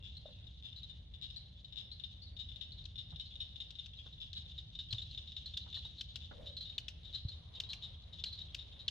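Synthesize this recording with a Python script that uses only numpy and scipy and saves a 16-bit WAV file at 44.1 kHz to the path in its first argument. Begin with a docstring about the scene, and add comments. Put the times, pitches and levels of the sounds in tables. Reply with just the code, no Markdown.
"""Cricket frogs in a swamp

Frogs click across a pond while the listener slowly turns. Each note is a burst of pulses that ring
the vocal sac: double calls, high peeps, rattles and clucks. Far frogs join in, sharp ticks come from
the near bank, a faint bird whistles and the trees echo. Under it all lie a few dull knocks, two
distant hollow booms, a low rumble and a hush of air."""
import sys
import numpy as np
from scipy import signal
from scipy.fft import rfft, irfft, next_fast_len
from scipy.io import wavfile
from scipy.ndimage import uniform_filter1d, map_coordinates

SR = 44100
rng = np.random.default_rng(int(sys.argv[2]) if len(sys.argv) > 2 else 0)


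def store_wav(level_fs):
    """Save 16-bit WAV to argv[1]."""
    pcm = np.round(np.clip(np.atleast_2d(level_fs), -1, 1) * 32767)
    wavfile.write(sys.argv[1], SR, pcm.T.astype(np.int16))


N = 392490

# the leading frog (time [s], level [dB], length [s], head start of its short first note [s])
DOUBLE_CALLS = [(0.468, -48.5, 0.014, 0.027), (2.0364, -37, 0.016, 0.039), (2.3899, -39.5, 0.037, 0.024),
                (2.6103, -37.5, 0.028, 0.051), (2.977, -38.5, 0.04, 0.021), (3.197, -37, 0.025, 0.038),
                (3.4022, -37, 0.033, 0.047), (3.6018, -37.5, 0.024, 0.044), (3.786, -39.5, 0.036, 0.033),
                (4.578, -42, 0.029, 0.062), (4.789, -37, 0.03, 0.038), (4.982, -37, 0.028, 0.036),
                (5.176, -36.5, 0.019, 0.029), (5.3647, -37, 0.024, 0.046), (5.5688, -37, 0.017, 0.032),
                (5.743, -37, 0.028, 0.016)]
# a small, high frog (time [s], level [dB], length [s])
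PEEPS = [(0.168, -46, 0.014), (0.7611, -46, 0.027), (1.361, -42.5, 0.021), (1.915, -42.5, 0.028),
         (2.719, -46, 0.017), (3.252, -51, 0.04), (4.906, -40.5, 0.03), (5.111, -43.5, 0.0042),
         (5.4582, -40.5, 0.024), (5.748, -43, 0.045), (6.567, -40.5, 0.025), (6.6066, -41.5, 0.033),
         (7.147, -38, 0.019), (7.284, -41, 0.017), (7.69, -39.5, 0.044), (8.253, -39.5, 0.045),
         (8.325, -42.5, 0.035)]
# long rattles and short clucks (time [s], level [dB], length [s], pitch [Hz])
RATTLES = [(.025, -47.5, 0.08, 3460), (.624, -44.5, 0.081, 3560), (1.213, -41, 0.056, 3620),
           (1.758, -39.5, 0.06, 3614), (2.217, -51.5, 0.04, 4380), (3.985, -48, 0.035, 3305),
           (4.202, -41.5, 0.046, 3504), (4.352, -39.5, 0.05, 3796), (5.848, -42, 0.034, 3720),
           (5.973, -46.5, 0.05, 4000), (6.204, -50, 0.052, 3560), (6.459, -42, 0.046, 3770),
           (7.032, -49.5, .067, 3736), (7.127, -38.5, 0.05, 3776), (7.55, -46.5, 0.035, 3800),
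           (7.823, -42, 0.047, 3780), (8.125, -46.5, 0.04, 3740), (8.583, -42, 0.044, 3703),
           (8.792, -47, 0.039, 3830)]
CLUCKS = [(.122, -55, 0.014, 3820), (.26, -49.5, .025, 3655), (.726, -47, 0.011, 3720),
          (.831, -43, 0.019, 3765), (.896, -45.5, 0.023, 3650), (1.137, -48.5, 0.028, 3620),
          (1.301, -44, 0.014, 3660), (1.645, -45, 0.015, 3770), (1.724, -44.5, 0.025, 3700),
          (2.4872, -45.5, 0.019, 3620), (2.516, -45.5, 0.016, 3620), (2.779, -52, 0.037, 3820),
          (3.104, -49, 0.023, 3760), (3.305, -50, 0.037, 3420), (3.525, -51.5, 0.0085, 3690),
          (3.934, -49.5, 0.014, 3440), (4.125, -51.5, 0.032, 3720), (4.485, -55, 0.041, 3750),
          (5.018, -40.5, .018, 3890), (5.272, -47.5, 0.033, 3755), (6.65, -46, 0.036, 3650),
          (6.696, -42.5, 0.017, 3780), (7.318, -47, 0.027, 3750), (7.636, -41, 0.022, 3880),
          (8.035, -56.5, 0.0098, 3950), (8.185, -47.5, 0.042, 3570), (8.377, -43.5, 0.047, 3810),
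          (8.415, -41.5, 0.011, 3820)]
# how the vocal sac rings (multiple of the pitch, level [dB], fade time [s])
SAC_RINGS = [(1, 2, 0.0023), (.83, -9, 0.0021), (1.9, -35, 0.0015)]
# how the frog's body shapes a note (multiple of the pitch, level [dB])
BODY_TONE = [(.66, -6), (.79, 1), (1.1, 0), (1.23, -5), (1.4, 0)]
# the frogs as the listener turns (time [s], left ear delay [ms], left over right [dB], treble [dB])
TURN = [(0, 0.52, 8.5, -22), (2.3, 0.32, 15.5, -13), (3.9, 0.34, 5.5, -8), (4.5, -0.013, 3, -1.5),
        (6.4, -.015, 5.5, 8), (8.9, -0.016, 8, -5)]
# ticks on the near bank (time [s], level [dB], pitch [Hz], left over right [dB])
TICKS = [(2.840, -41, 3900, 8), (2.854, -29, 3790, 12), (3.7051, -31.5, 3370, 7), (3.859, -34.5, 3400, 9),
         (4.3302, -29, 3760, 8), (4.3784, -35.5, 3680, 11.5), (4.9266, -21.5, 3600, 9.5),
         (5.5724, -23, 3660, 1), (6.0086, -24, 3590, 3), (6.1569, -24.5, 3460, 8), (6.78, -19.5, 3650, 3),
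         (6.8814, -25.5, 3240, 6.5), (7.6, -20.5, 3560, 2), (7.731, -26.5, 3010, 4.5),
         (8.238, -20, 3600, 0.5), (8.5451, -25.5, 3040, 6), (8.8796, -16.5, 3750, 2)]
# the pulses inside one tick (time [s], level [dB])
TICK_PULSES = [(0, 0), (.0022, -3.5), (.0036, -9.5), (.0051, -11), (.0068, -15), (.009, -21)]
# the ticks' top treble, which opens up with the turn (time [s], level [dB])
TICK_TREBLE = [(4.4, -17), (5, 1.5), (8.9, 0)]
# knocks and plops (time [s], level [dB], pitch [Hz], time to fade 60 dB [s], scuff [dB], rise [s])
KNOCKS = [(.256, -47, 605, 0.03, -28, 0.0018), (3.121, -52.5, 151.4, 0.19, -14.5, .005),
          (4.058, -70.5, 337, 0.021, 5, 0.0055), (4.926, -37.5, 112.5, 0.12, -25, 0.0089),
          (5.657, -65.5, 955, .095, 7, .025), (5.768, -59, 1820, .028, -9, .002),
          (5.851, -62, 900, .028, -11, .002), (6.311, -51.5, 1440, 0.03, -5.5, 0.0037),
          (7.251, -22.5, 94, .039, -58, 0.011)]
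# booms from across the water (time [s], level [dB], swell [s], fade [s])
BOOMS = [(0.289, -62.5, 0.023, 0.033), (6.419, -57, 0.077, 0.079)]
# a far bird (time [s], length [s], pitch [Hz], level [dB])
WHISTLES = [(0, .04, 2810, -58), (.22, .17, 2780, -68), (.31, .08, 2570, -72)]
# how long the trees echo (frequency [Hz], time to fade 60 dB [s])
ECHO_FADE = [(300, 0.19), (3500, 0.7), (7000, 0.19), (14000, 0.073)]
# how the background layers rise and fall (time [s], level [dB])
CHORUS_LEVEL = [(0, -61.5), (1.1, -63), (2.5, -62.5), (5.7, -55.5), (7.2, -61), (8.9, -61)]
RUMBLE_LEVEL = [(0, -55), (1.5, -59), (2.8, -55), (3.7, -59.5), (4.4, -56), (8.9, -58)]
AIR_LEVEL = [(0, -77.5), (4.1, -76.5), (8.9, -73)]
RUSTLE_LEVEL = [(6.9, -100), (7.6, -71.5), (8.2, -81.5), (8.9, -80)]
# the tone of each noise and of the echo (frequency [Hz], level [dB])
RASP_TONE = [(600, -45.5), (1600, 5.5), (2400, -0.5), (3200, -4), (4300, 2), (5100, 8.5), (6000, -8.5),
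             (7100, -6.5), (8500, -28.5), (12000, -31), (14000, -24.5), (15300, -41.5)]
CRACK_TONE = [(700, -65), (1500, -2.5), (2200, -4.5), (3000, 8), (4500, 11), (5500, 4.5), (6100, 2),
              (7500, -8.5), (9000, -17), (12000, -24), (14000, -17), (15500, -32.5)]
CHORUS_TONE = [(1000, -57.5), (2200, -37), (2850, -11), (3300, -5.5), (3680, 1), (4200, -10.5),
               (4700, -19.5), (6800, -28.5), (8500, -48.5), (15000, -74)]
SCUFF_TONE = [(100, -3), (400, -8.5), (1000, -8.5), (1600, -12.5), (2300, -26), (3200, -41.5), (8000, -78)]
BOOM_TONE = [(200, -9), (380, -23), (470, -10), (570, -2.5), (700, -19.5), (1100, -30.5), (2000, -34),
             (5000, -45), (12000, -58.5)]
ECHO_TONE = [(2400, 1), (2900, 3.5), (3650, -2), (4200, 0), (5000, 4)]
RUMBLE_TONE = [(12, -75), (20, -34.5), (29, -25), (41, -2.5), (76, 4), (101, -2), (156, -10), (189, -15.5),
               (323, -32), (400, -46), (520, -49.5), (880, -120)]
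AIR_TONE = [(150, 10), (300, 1), (400, -0.5), (560, 2), (800, -4.5), (1200, -11.5), (2200, -7.5),
            (5000, -21), (8000, -40), (9700, -22.5), (11000, -32.5), (12500, -45.5), (15500, -44.5)]
RUSTLE_TONE = [(200, -4.5), (700, .5), (1100, 4), (1500, -10.5), (4000, -44)]

LEADER_HZ, PEEP_HZ, TOP_HZ = 3673, 4080, 15600


def frog_note(length, hz, treble_db, attack, swell_share, rasp_db, scatter_db):
    """Slowing pulses ring the vocal sac; short notes start strong, long ones stutter in and swell."""
    t = np.arange(int((length + .012) * SR)) / SR
    pulse = np.arange(40)
    chance = rng.standard_normal((len(pulse), 3))  # nudges each pulse's gap, level and pitch
    stutter = np.clip((length - .035) / .02, 0, 1)
    gaps = .0031 * (1 + .1 * pulse) + stutter * .0064 * np.exp(-pulse / 1.1)
    gaps *= (3600 / hz) ** 1.3 * (1 + .0503 * chance[:, 0])  # smaller, higher frogs pulse faster
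    starts = np.cumsum(gaps) - gaps
    heard = starts < max(length - .001, .002)
    starts, chance = starts[heard], chance[heard]
    crest = max(length - .027, 1e-4) * swell_share
    first_db = -6 * min(crest / .0082, 1)
    pulse_db = np.interp(starts, [0, crest, max(length, crest) + 1e-4], [first_db, 0, -8])
    age = np.maximum(t - starts[:, None], 0)
    push = amp(pulse_db + scatter_db * chance[:, 1])[:, None] * (1 - np.exp(-(age / attack) ** 2))
    phase = 2 * np.pi * hz * (1 + (.01 + .018 * stutter) * chance[:, 2:3]) * age
    ring = sum(amp(db) * push * np.exp(-age / fade) * np.sin(m * phase) for m, db, fade in SAC_RINGS)
    puffs = (push * np.exp(-age / .0018)).sum(0)
    rasp = amp(rasp_db - 1 + 2 * stutter) * puffs * noise(RASP_TONE, len(t))
    body = [(m * hz, db) for m, db in BODY_TONE] + [(8000, 1), (13000, treble_db)]
    return even_peak(shaped(ring.sum(0) + rasp, body), window=190)


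def main_calls():
    """The notes that stir the far frogs (time [s], level [dB], length [s], pitch [Hz])."""
    leader = [(s, db, length, LEADER_HZ) for s, db, length, _ in DOUBLE_CALLS]
    peeps = [(s, db, length, PEEP_HZ) for s, db, length in PEEPS]
    return leader + peeps + RATTLES


def near_frogs():
    """The notes shift as the listener turns; reeds and water scatter a little of each one."""
    out = np.zeros((2, N))
    t = np.arange(SR // 20) / SR
    times, *turn = np.transpose(TURN)
    first_notes = [(s - ahead, db - 5, .011, LEADER_HZ) for s, db, _, ahead in DOUBLE_CALLS]
    for s, db, length, hz in main_calls() + first_notes + CLUCKS:
        lag_ms, pan_db, treble_db = (np.interp(s, times, column) for column in turn)
        pan_db += rng.normal(0, 2) - (hz - 3650) / 100  # higher voices sit further right
        hz *= rng.normal(1, .01)
        call = frog_note(length, hz, treble_db, attack=.0005, swell_share=.6,
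                         rasp_db=-19, scatter_db=1.5)
        lag_ms += rng.normal(0, .018)
        add(out, s + .0005, amp(db - 2) * placed(call, pan_db, lag_ms))
        reeds = unit(rng.standard_normal((2, len(t))) * amp(-60 * t / .06)) / np.sqrt(len(t))
        scatter = signal.fftconvolve(call[None], reeds, axes=1)
        add(out, s + .002, amp(db - 10.5) * placed(scatter, pan_db / 2, lag_ms=0))
    return out


def ticks():
    """Each tick is a hard pulse, a few weaker ones that ring lower and lower, and a rough tail."""
    out = np.zeros((2, N))
    t = np.arange(SR // 30) / SR
    tail_fade = np.exp(-t / .012)
    for s, db, hz, pan_db in TICKS:
        ring, force = np.zeros((2, len(t)))
        for start, pulse_db in TICK_PULSES:
            age = np.maximum(t - start * rng.uniform(.92, 1.08), 0)
            glide = .27 * (np.exp(-start / .0035) - .7)
            pitch = hz * (1 + glide + rng.normal(0, .02))
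            shape = (1 - np.exp(-(age / .0007) ** 2)) * np.exp(-age / (.0008 + .04 * start))
            push = amp(pulse_db + rng.normal(0, 1)) * shape
            ring += push * np.sin(2 * np.pi * pitch * age)
            force += push
        tail = amp(-5.5) * force.max() * (1 - tail_fade) * tail_fade
        crack_db = -14.5 + (3700 - hz) / 100  # lower ticks crack harder
        crack = amp(crack_db) * (force + tail) * noise(CRACK_TONE, len(t))
        treble = [(9000, 0), (11500, np.interp(s, *np.transpose(TICK_TREBLE)))]
        tick = even_peak(shaped(ring + crack, treble), window=130)
        add(out, s + .00064, amp(db - 12) * placed(tick, pan_db, lag_ms=rng.normal(-.02, .012)))
    return out


def excitement(rise_s=.011, fade_s=.16):
    """How excited the far frogs are, 0 to 1: each main call stirs them, then they calm down."""
    t = np.arange(SR) / SR
    stir = (1 - np.exp(-t / rise_s)) * np.exp(-t / fade_s)
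    total = np.zeros((1, N))
    for s, *_ in main_calls():
        add(total, s, stir[None])
    return np.tanh(2 * total[0])


def far_frogs():
    """Faint notes, more and louder when excited; the farthest frogs blur into a fluttering hiss."""
    notes = np.zeros((2, N))
    excited = excitement()
    urge = np.cumsum(.05 + excited)  # grows slowly even in a lull
    for when, softness, pitch, span, side in rng.random((130, 5)):
        call = frog_note(length=.01 + .035 * span, hz=3250 + 750 * pitch, treble_db=-6,
                         attack=.0007, swell_share=.45, rasp_db=-21, scatter_db=2)
        s = np.searchsorted(urge, when * urge[-1]) / SR
        add(notes, s, amp(-7 * softness) * placed(call, pan_db=2, lag_ms=side - .5))
    flutter = amp(3.5 * np.array([wobble(45), wobble(45)]) + 1.5 * wobble(300) + .56 * wobble(4.9))
    blur = wide(unit(flutter * noise(CHORUS_TONE, (2, N))), side_db=-2) * amp([[1], [-1]])
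    return amp(curve(CHORUS_LEVEL) - 10 + 6 * excited) * (blur + unit(notes))


def knocks():
    """Each dull knock rings briefly, with a scuff of noise."""
    out = np.zeros((2, N))
    t = np.arange(SR // 3) / SR
    for s, db, hz, fade, scuff_db, rise in KNOCKS:
        ring = np.sin(2 * np.pi * hz * t) * amp(-60 * t / fade)
        scuff = amp(scuff_db + 2.5) * noise(SCUFF_TONE, (2, len(t))) * amp(-60 * t / .092)
        add(out, s, amp(db + 9) * (1 - np.exp(-t / rise)) * (ring + scuff))
    return out


def booms():
    """Hollow booms swell and roll away across the water."""
    out = np.zeros((2, N))
    t = np.arange(SR // 2) / SR - .1  # zero at the loudest moment
    for s, db, swell, fade in BOOMS:
        shape = np.exp(-np.maximum(-t / swell, t / fade))
        add(out, s - .1, amp(db + 2) * shape * wide(noise(BOOM_TONE, (2, len(t))), side_db=-5))
    return out


def bird():
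    """Thin, wavering whistles that sink a little."""
    out = np.zeros((2, N))
    for s, length, hz, db in WHISTLES:
        progress = np.linspace(0, 1, int(length * SR))
        pitch = hz * (1 - .02 * (progress - .5) + .015 * wobble(200)[:len(progress)])
        swell = np.sqrt(progress * (1 - progress)) * amp(4 * wobble(60)[:len(progress)])
        whistle = swell * np.sin(2 * np.pi * np.cumsum(pitch) / SR)
        add(out, s, amp(db) * placed(whistle, pan_db=.84, lag_ms=0))
    return out


def tree_echo(x):
    """The trees send back a blurred echo, a new one for each overlapping stretch of sound."""
    out = np.zeros((2, N))
    x = shaped(x, ECHO_TONE)
    step = SR // 3
    for i in range(0, N + step, step):
        span = np.arange(max(i - step, 0), min(i + step, N))
        stretch = x[span] * np.cos(np.pi / 2 * (span - i) / step)
        hz, t, bands = signal.stft(rng.standard_normal((2, SR // 2)), SR, nperseg=256)
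        fade = amp(-60 * t / along(ECHO_FADE, hz)[:, None])
        tail = signal.istft(bands * fade, SR, nperseg=256)[1]
        tail /= np.linalg.norm(tail[0])
        add(out, span[0] / SR + .011, signal.fftconvolve(stretch[None], tail, axes=1))
    return out


def background():
    """A low rumble, alike in both ears, a wide hush of air and a faint, late rustle of breeze."""
    rumble_db = curve(RUMBLE_LEVEL) + 3 + .64 * wobble(6)
    rumble = amp(rumble_db) * wide(noise(RUMBLE_TONE, (2, N)), side_db=-18.5)
    hush = amp(curve(AIR_LEVEL) + 4 + 1.4 * wobble(11)) * wide(noise(AIR_TONE, (2, N)), side_db=-2)
    rustle = amp(curve(RUSTLE_LEVEL) - 2) * wide(noise(RUSTLE_TONE, (2, N)), side_db=-2)
    return rumble + hush + rustle


def amp(db):
    """Turn decibels into a gain."""
    return 10 ** (np.asarray(db) / 20)


def unit(x):
    """Scale x to an average strength (rms) of 1."""
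    return x / np.sqrt(np.mean(x ** 2) + 1e-20)


def even_peak(x, window):
    """Scale x so that its loudest window of samples has strength 1."""
    return x / np.sqrt(uniform_filter1d(x ** 2, size=window).max())


def along(points, hz):
    """Read a table of (frequency [Hz], value) on a log scale."""
    freqs, values = np.transpose(points)
    return np.interp(np.log(hz + 1), np.log(freqs + 1), values)


def curve(rows):
    """Turn (time [s], value) rows into one value per sample."""
    return np.interp(np.arange(N) / SR, *np.transpose(rows))


def wobble(rate):
    """A smooth curve through `rate` random points a second."""
    return map_coordinates(rng.standard_normal(int(N * rate / SR) + 4), [np.arange(N) * rate / SR])


def filtered(x, response):
    """Multiply each frequency in x by response(hz)."""
    n = x.shape[-1]
    padded = next_fast_len(n + 2048)
    return irfft(rfft(x, padded) * response(np.fft.rfftfreq(padded, 1 / SR)), padded)[..., :n]


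def shaped(x, tone):
    """Give x a tone (frequency [Hz], level [dB])."""
    return filtered(x, lambda hz: amp(along(tone, hz)))


def noise(tone, size):
    """Noise of strength 1 with the given tone."""
    return unit(shaped(rng.standard_normal(size), tone))


def wide(pair, side_db):
    """Use two unrelated signals as the middle and the side of a stereo sound."""
    side = amp(side_db) * pair[1]
    return np.array([pair[0] + side, pair[0] - side])


def placed(x, pan_db, lag_ms):
    """Make x louder by pan_db and later by lag_ms in the left ear than in the right."""
    gains = amp([[pan_db / 2], [-pan_db / 2]])
    lag = np.array([[lag_ms], [-lag_ms]]) / 2000
    return unit(gains) * filtered(x, lambda hz: np.exp(-2j * np.pi * hz * lag))


def add(track, s, x):
    """Mix x into the track at s seconds."""
    i = int(np.clip(round(s * SR), 0, N - 1))
    track[:, i:i + x.shape[-1]] += x[:, :N - i]


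def scene():
    """Frogs, ticks and a bird with their echo, over the far chorus and the background."""
    pond, whistles, bank = near_frogs(), bird(), ticks()
    direct = pond + bank + amp(-7) * whistles
    echo = tree_echo(amp(-13.5) * pond[0] + amp(-21) * bank[0] + amp(-6) * whistles[0])
    return direct + echo + far_frogs() + knocks() + booms() + background()


def record(dry):
    """Cut away the very highest treble."""
    return filtered(dry, lambda hz: hz < TOP_HZ)


dry = scene()
out = record(dry)
store_wav(out)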